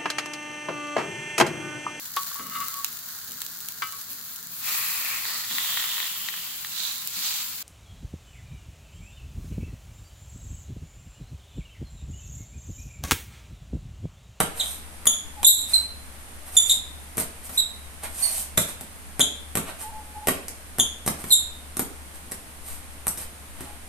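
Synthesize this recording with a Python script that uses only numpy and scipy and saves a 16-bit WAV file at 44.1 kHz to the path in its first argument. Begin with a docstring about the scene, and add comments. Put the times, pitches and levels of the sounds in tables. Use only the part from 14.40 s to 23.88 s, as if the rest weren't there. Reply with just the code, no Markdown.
"""A basketball shoe slaps down on a glossy floor, close by, in a small hard-walled room.
Steps, pivots and jumps follow: each impact of the sole gives a slap, a knock and a low thump.
Where the rubber grips, stick-slip friction makes shrill chirps; where it slides, the tread scuffs.
The walls reverberate, a motor hums under the room's hiss, and a faint, distant whine comes and goes."""
import sys
import numpy as np
from scipy import signal
from scipy.fft import rfft, irfft
from scipy.io import wavfile
from scipy.ndimage import uniform_filter1d, minimum_filter1d

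SR = 44100
rng = np.random.default_rng(int(sys.argv[2]) if len(sys.argv) > 2 else 0)


def store_pcm(level_fs):
    """Save levels as 16-bit WAV."""
    pcm = np.round(np.clip(level_fs, -1, 1) * 32767).astype(np.int16)
    wavfile.write(sys.argv[1], SR, np.atleast_2d(pcm).T)


N = 418068

# Weight of a squeak's harmonics by where they fall: frequency_hz, gain_db
SQUEAK_SPECTRUM = [(4500, 3), (7000, 4), (8200, 5.5), (8800, 13.5), (10200, 2), (11500, 2.5), (13200, -5),
                   (15000, -22)]
# Head start of each shoe's squeaks at the left microphone: shoe, lead_samples
LEFT_LEAD = {"left": -0.96, "right": 3.1}
# Shoe squeaks and, at 1.171 s, a faint shrill tone that lingers after a loud one as the gain recovers:
# start_s, shoe, length_s, level_db, pitch_hz, glide_hz,
# tilt_db_per_harmonic, roughness_ratio, left_minus_right_db
SHRILL_TONES = [ (0.196, "left", 0.021, -20, 3706, -650, -10.5, 0.45, -1),
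                (.670, "left", 0.0062, 3.5, 3444, -75, 1, 0.34, 1),
                (1.045, "right", 0.011, 0, 3595, -160, 1, 0.31, -5.5),
                (1.066, "right", 0.017, 3.5, 3824, 128, 3.5, 0.37, 1.5),
                (1.171, "right", 0.078, -30.5, 3765, -55, 2.5, .5, -7.5),
                (1.333, "right", 0.034, -13.5, 4100, -40, -9.5, 0.22, -1.5),
                (2.166, "left", 0.026, -6.5, 3526, -130, 1, 0.22, -4),
                (2.293, "left", 0.033, -13.5, 3640, 36, -3, .5, 1.5),
                (3.173, "right", 0.032, -16, 3864, 32, -4, .27, -0.5),
                (3.822, "right", 0.046, -20.5, 4400, -5, -3, 0.29, -2.5),
                (4.175, "right", 0.0066, -9, 3600, 600, -1, 0.56, -2),
                (4.805, "left", 0.017, -10, 3502, 0, -3.5, 0.56, 3),
                (6.394, "left", 0.0207, -12, 3414, -330, -.5, 0.46, 1.5),
                (6.903, "right", 0.0195, -16, 4000, -500, -4, .45, -1),
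                (6.92, "right", 0.025, -6, 3700, -150, 1.5, .32, -.5)]
def squeaks(attack_s=0.0053, release_s=0.0067, sag_db=3.5, arch_hz=58, size=4096):
    """Stick-slip friction: tread ribs catch and release periodically; ribs of unequal pitch beat.
    The faint lingering tone is no new squeak and only shares their timbre."""
    jitter, jitter_hz, flutter_db, flutter_hz = 0.07, 500, 6, 250  # uneven grip shakes pitch and level
    rib_detune, side_rib_db, rasp_db = 0.1, -3, -17
    out, t, harmonics = np.zeros((2, N)), np.arange(size) / SR, np.arange(1, 5)
    for start, shoe, length, db, centre, glide, tilt, rough, pan in SHRILL_TONES:
        progress = np.minimum(t / length, 1)
        pitch = centre + glide * (progress - 0.5) + arch_hz * (np.sin(np.pi * progress) - 2 / np.pi)
        weights = amp(curve_at(SQUEAK_SPECTRUM, centre * harmonics) + tilt * (harmonics - 0.5))
        chirp = amp(rasp_db) * rough * colour(rng.standard_normal(size), FRICTION_SPECTRUM)
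        for rib in (-1, 0, 1):  # lower, main and higher rib
            hz = pitch * (1 + rough * (rib_detune * rib + jitter * wander(size, jitter_hz)))
            cycles = (np.cumsum(hz) + np.outer([LEFT_LEAD[shoe], 0], hz)) / SR + rng.random()
            slips = sum(w * np.sin(2 * np.pi * k * cycles) for k, w in zip(harmonics, weights))
            flutter = amp(flutter_db * rough * wander(size, flutter_hz))
            chirp = chirp + slips * flutter * (rough * amp(side_rib_db) if rib else 1)
        envelope = np.clip(t / attack_s, 0, 1) * np.clip((length - t) / release_s + 0.5, 0, 1)
        envelope *= amp(-sag_db * progress)  # a squeak weakens as the foot slows
        chirp *= envelope
        chirp *= np.linalg.norm(envelope) / np.linalg.norm(chirp[0])  # energy independent of roughness
        add(out, start, chirp * amp([[db + pan / 2], [db - pan / 2]]))
    return out


# Treble, midrange and bass responses of the sole on the floor: frequency_hz, density_db
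SLAP_SPECTRUM = [(800, -25), (2200, -16.5), (3600, -15.5), (5200, 1), (7000, 3), (8600, 13.5), (10000, 8),
                 (11700, 14.5), (14000, -1.5), (16000, -20)]
KNOCK_SPECTRUM = [(200, -34), (450, -6), (650, 5.5), (1000, 1.5), (1500, -1.5), (2600, -4.5), (4000, -8),
                  (9000, -59.5)]
THUMP_SPECTRUM = [(15, -14), (40, -3.5), (100, -7.5), (140, -3.5), (190, -3), (260, 1), (350, -5.5),
                  (470, -3), (650, -27), (1500, -36.5)]
# Steps rolling from the edge of the sole to its flat:
# start_s, roll_s, flat_over_edge_db, slap_db, knock_db, thump_db, thud_hz
STEPS = [ (.003, 0.0064, -6, 5.5, 3.5, -1.5, 248), (.656, .013, 7, 2, -3.5, -14, 226),
         (1.031, 0.0028, -16.5, -3, -3.5, -20.5, 380), (2.771, .009, 7, 3, -6.5, -9.5, 221),
         (4.174, 0.0034, 7.5, 9, 0.5, 1.5, 162), (4.795, .007, -2.5, 3.5, -2.5, -5, 269),
         (5.154, .018, -1.5, 3, -1, -2.5, 188), (5.872, .0125, 2, 7, 4, 1.5, 432),
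         (6.385, .008, 1.5, .5, -7, -9, 210), (6.663, 0.014, 7.5, 6, -2.5, -1.5, 197),
         (7.369, 0.025, 5, 3.5, -4.5, -5.5, 247), (7.914, 0.0053, 8, -5.5, -13, -16, 250)]
# Taps of toe or heel: start_s, slap_db, knock_db, thump_db, settle_s
TAPS = [ (2.800, -4, -19, -8.5, 0.0027), (3.094, -13, -17, -17, 0.012), (3.636, -9.5, -35, -22, 0.0046),
        (4.41, -10.5, -21.5, -23.5, 0.0044), (6.083, -4, -20, -40, 0.0009),
        (6.841, -11.5, -13.5, -14, .004), (8.669, -1, -8.5, -15, 0.00084), (8.681, 2.5, -34, -33, 0.0027),
        (8.775, -7.5, -17.5, -17, 0.011), (9.207, -12, -20.5, -12.5, 0.011)]
def footfalls(edge_settle_s=0.0021, flat_settle_s=0.0034, tap_thud_hz=177):
    """Impact excitation: a step divides its energy between two blows to the floor; a tap is one blow."""
    drive = np.zeros((4, N))
    flat_bias_db = np.array([0, 2.5, -0.5])  # slap, knock, thump
    for start, roll, flat_db, slap, knock, thump, hz in STEPS:
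        flat_ratio = amp(flat_db + flat_bias_db)
        edge = amp([slap, knock, thump]) / np.hypot(1, flat_ratio)
        add(drive, start, impact(edge, hz, edge_settle_s))
        add(drive, start + roll, impact(edge * flat_ratio, hz, flat_settle_s))
    for start, slap, knock, thump, settle in TAPS:
        add(drive, start, impact(amp([slap, knock, thump]), tap_thud_hz, settle))
    slap, knock, thump, thud = drive
    return (colour(slap, SLAP_SPECTRUM) + colour(knock, KNOCK_SPECTRUM)
            + colour(thump, THUMP_SPECTRUM) + thud)


def impact(gains, thud_hz, settle_s, decay_cycles=0.37, patter=0.95, touch=0.52, size=4096):
    """An impulse, then a patter of settling tread blocks; the cushion thuds as a damped oscillator."""
    t, (slap, knock, thump) = np.arange(size) / SR, gains
    blocks = rng.standard_normal(size) * (rng.random(size) < 0.25) * np.exp(-t / max(settle_s, 1e-3))
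    force = patter * blocks / np.linalg.norm(blocks)
    force[0] = -touch
    cycles = thud_hz * t
    thud = -np.sin(2 * np.pi * cycles) * np.exp(-cycles / decay_cycles) * np.minimum(cycles, 1)
    return np.array([slap * force, knock * force, thump * force, thump * thud / np.linalg.norm(thud)])


# Noise of rubber rubbing on the floor: frequency_hz, density_db
FRICTION_SPECTRUM = [(1000, -59), (2500, -2.5), (4000, -5), (5500, -0.5), (7300, 3), (8800, 15),
                     (10000, 5.5), (11700, 13.5), (14000, -2), (16000, -46)]
# Slides of the tread: start_s, length_s, level_db, rasp_over_hiss_db
SCUFFS = [ (0.17, 0.055, -36.5, -9), (0.248, 0.097, -38, -17), (1.295, .09, -34.5, -14.5),
          (2.063, 0.025, -42.5, -9), (2.143, 0.065, -33.5, -13.5), (2.27, .067, -30.5, -21),
          (2.785, 0.033, -31.5, -9), (3.04, 0.032, -41, -19), (3.132, 0.066, -37.5, -15.5),
          (3.633, .028, -35.5, -1.5), (3.783, 0.16, -31, -16.5), (3.961, 0.059, -33.5, -21),
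          (4.189, 0.037, -29.5, -30), (4.274, .039, -37, -9), (5.271, 0.035, -42, 3),
          (5.397, 0.041, -38.5, -9), (6.792, 0.031, -40.5, -9.5), (6.877, 0.061, -37.5, -15),
          (7.745, 0.021, -47, -11), (8.259, 0.089, -40.5, -11.5), (8.785, 0.046, -39.5, -10.5),
          (9.168, .13, -52, 0)]
def scuffs(swell_share=0.44, grain_db=3.0, grain_hz=500):
    """Sliding friction: a grainy hiss and a lower rasp swell as the foot speeds up, then fade."""
    t, hiss, rasp = np.arange(N) / SR, np.zeros(N), np.zeros(N)
    for start, length, db, rasp_db in SCUFFS:
        near = abs(t - start) < 0.4
        from_peak = (t[near] - start) / length - swell_share
        width = np.where(from_peak < 0, swell_share, 1 - swell_share)
        stroke = amp(db) * np.exp(-0.5 * (from_peak / width) ** 2)
        hiss[near] += stroke
        rasp[near] += stroke * amp(rasp_db)
    grains = unit_rms(rng.standard_normal(N) * amp(grain_db * wander(N, grain_hz)))
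    return colour(grains * hiss, FRICTION_SPECTRUM) + colour(grains * rasp, KNOCK_SPECTRUM)


# Reverberation time of the room: frequency_hz, t60_s
REVERB_TIMES = [(120, 0.21), (320, 0.51), (900, 0.44), (2200, 0.54), (3800, 0.47), (7500, 0.36),
                (12000, 0.26)]
def reverberation(x, gap_s=0.0008, early_s=0.019, size=28000):
    """Multiple reflection: strong early echoes thicken into a tail; each band decays at its own rate."""
    t = np.arange(size) / SR
    density = np.clip(0.02 + 4 * t, 0, 1)
    echoes = rng.choice([-1., 1.], (2, size)) * (rng.random((2, size)) < density) / np.sqrt(density)
    echoes *= np.clip(t / gap_s - 1, 0, 1) * (1 + np.exp(-t / early_s))
    hz, age_s, bands = signal.stft(diffuse_field(echoes), SR, nperseg=256)
    decay = amp(-60 * age_s / curve_at(REVERB_TIMES, hz)[:, None])
    tail = signal.istft(bands * decay, SR)[1]
    return signal.oaconvolve(x, tail / np.linalg.norm(tail[0]), axes=1)[:, :N]


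# Modes of the air between the walls: pitch_hz, relative_gain_db, t60_s
ROOM_MODES = [(120, -7.5, 1), (160, -8, 0.5), (213.3, 2.5, 0.39), (278, -11, 1), (490, -29, 0.33)]
def standing_waves(x, level_db=-3, size=22000):
    """Modal resonance: footfalls set the room's air ringing at a few low pitches."""
    t, ring = np.arange(size) / SR, np.zeros(size)
    for hz, db, t60 in ROOM_MODES:
        unity_at_resonance = 2 * np.log(1000) / (t60 * SR)
        ring += unity_at_resonance * amp(db - 60 * t / t60) * np.sin(2 * np.pi * hz * t)
    return amp(level_db) * signal.oaconvolve(x, ring)[:N]


# Swells of a faraway tone: start_s, length_s, level_db, pitch_hz
WHINES = [(0.963, 0.064, -41.5, 840), (5.42, 0.1, -38.5, 873), (5.506, 0.13, -39.5, 854),
          (5.62, 0.14, -53, 846), (5.742, 0.07, -38, 848), (5.805, 0.069, -40, 850),
          (9.25, .11, -49.5, 823)]
def distant_whine(sag_hz_per_s=82, waver=0.023, waver_hz=85):
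    """Amplitude and frequency modulation: a thin tone swells, wavers and sinks slightly in pitch."""
    out, drift = np.zeros(N), wander(N, waver_hz)
    for start, length, db, hz in WHINES:
        t = np.arange(0, length, 1 / SR)
        pitch = hz - sag_hz_per_s * (t - length / 2)
        pitch *= 1 + waver * drift[round(start * SR):][:len(t)]
        swell = amp(db) * np.sqrt(2) * np.sin(np.pi * t / length)
        add(out, start, swell * np.sin(2 * np.pi * np.cumsum(pitch) / SR))
    return out


# Partials of the motor: pitch_hz, level_db
MOTOR_PARTIALS = [(71, -48.5), (213, -64.5)]
def motor_hum(throb_db=2.0, throb_hz=4.6):
    """Periodic vibration: a motor's fundamental and third harmonic, each throbbing irregularly."""
    t = np.arange(N) / SR
    return np.sqrt(2) * sum(amp(db + throb_db * wander(N, throb_hz)) * np.sin(2 * np.pi * hz * t)
                            for hz, db in MOTOR_PARTIALS)


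# Ambient noise of the room: frequency_hz, density_db
HISS_SPECTRUM = [(15, 22), (40, 1), (85, 9), (120, -1.5), (160, -0.5), (270, 2), (370, -4.5), (750, -1.5),
                 (2200, -5), (5500, -13), (7500, -10.5), (8700, -3.5), (11700, -7.5), (14300, -18)]
def room_hiss(level_db=-42):
    """Stationary broadband noise arrives from all sides as a diffuse field."""
    pair = np.array([colour(noise, HISS_SPECTRUM) for noise in rng.standard_normal((2, N))])
    return amp(level_db) * diffuse_field(pair)


# Likeness of diffuse sound at the two microphones: frequency_hz, coherence_ratio
COHERENCE = [(30, 0), (100, 0.93), (250, 0.85), (500, 0.61), (1000, 0), (2000, 0), (15000, 0)]
def diffuse_field(pair):
    """Spatial coherence: two nearby points receive similar long waves but unrelated short ones."""
    left, other = rfft(pair)
    shared = np.clip(curve_at(COHERENCE, np.fft.rfftfreq(pair.shape[1], 1 / SR)), -1, 1)
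    right = shared * left + np.sqrt(1 - shared ** 2) * other
    return irfft(np.array([left, right]), pair.shape[1])


def amp(db):
    """Decibels to amplitude ratio."""
    return 10 ** (np.asarray(db) / 20)


def unit_rms(x):
    """Normalisation to rms 1."""
    return x / np.sqrt(np.mean(x ** 2) + 1e-20)


def curve_at(points, hz):
    """Interpolation on a log-frequency axis."""
    knots_hz, values = np.transpose(points)
    return np.interp(np.log(hz + 1), np.log(knots_hz + 1), values)


def add(mix, start_s, sound):
    """Superposition of a sound onto the mix, in place."""
    part = mix[..., max(0, round(start_s * SR)):][..., :sound.shape[-1]]
    part += sound[..., :part.shape[-1]]


def colour(x, spectrum, size=2048):
    """Minimum-phase filter of unit energy: the spectrum sets only the shape."""
    log_gain = np.log(amp(curve_at(spectrum, abs(np.fft.fftfreq(size, 1 / SR)))))
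    taps = np.fft.ifft(np.exp(np.conj(signal.hilbert(log_gain)))).real
    return signal.oaconvolve(x, taps / np.linalg.norm(taps))[:len(x)]


def wander(count, rate_hz):
    """Random modulation: noise of rms 1, low-passed at rate_hz."""
    hz = np.fft.rfftfreq(count, 1 / SR)
    return unit_rms(irfft(rfft(rng.standard_normal(count)) / (1 + (hz / rate_hz) ** 4), count))


def gain_control(x, threshold_db=-11, squeeze=0.51, recovery_db_per_s=90, ceiling=0.88):
    """Dynamic compression ducks the loudest chirps and recovers in their tails; a limiter caps peaks."""
    power_db = 10 * np.log10(abs(uniform_filter1d((x ** 2).mean(0), size=130)) + 1e-12)
    fall_db = np.arange(N) * recovery_db_per_s / SR
    held_db = np.maximum.accumulate(power_db + fall_db) - fall_db
    over_db = np.maximum(held_db - threshold_db, 0)
    x = x * amp(-squeeze * uniform_filter1d(over_db, size=60))
    peak_gain = ceiling / np.maximum(abs(x).max(0), ceiling)
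    return x * uniform_filter1d(minimum_filter1d(peak_gain, size=61), size=61)


def scene(squeak_reverb_db=-3):
    """Superposition at two microphones on the floor: direct sound, the room's response, background."""
    chirps, steps, slides = squeaks(), footfalls(), scuffs()
    soles = steps + slides
    direct = chirps + np.array([np.pad(soles, (1, 0))[:N], soles])  # soles reach the left a sample later
    reflected = reverberation(amp(squeak_reverb_db) * chirps + soles) + standing_waves(steps)
    return direct + reflected + distant_whine() + room_hiss() + motor_hum()


# Imbalance of the two microphone ports: frequency_hz, left_minus_right_db
PORT_BALANCE = [(50, 4.5), (160, -1), (2500, -0.5), (4000, -1), (5500, -1), (7200, -4), (9000, -13.5),
                (10800, 13.5), (14000, 7)]
def record(dry, cutoff_hz=14550):
    """Frequency response: the ports colour each side differently; gain control and a low-pass follow."""
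    balance = amp(curve_at(PORT_BALANCE, np.fft.rfftfreq(N, 1 / SR)))
    ports = np.array([balance, np.ones_like(balance)]) * np.sqrt(2 / (1 + balance ** 2))  # constant power
    heard = irfft(rfft(dry) * ports, N)
    lowpass = signal.firwin(201, cutoff_hz, window=("kaiser", 8), fs=SR)
    return signal.oaconvolve(gain_control(heard), lowpass[None], "same")


dry = scene()
out = record(dry)
store_pcm(out)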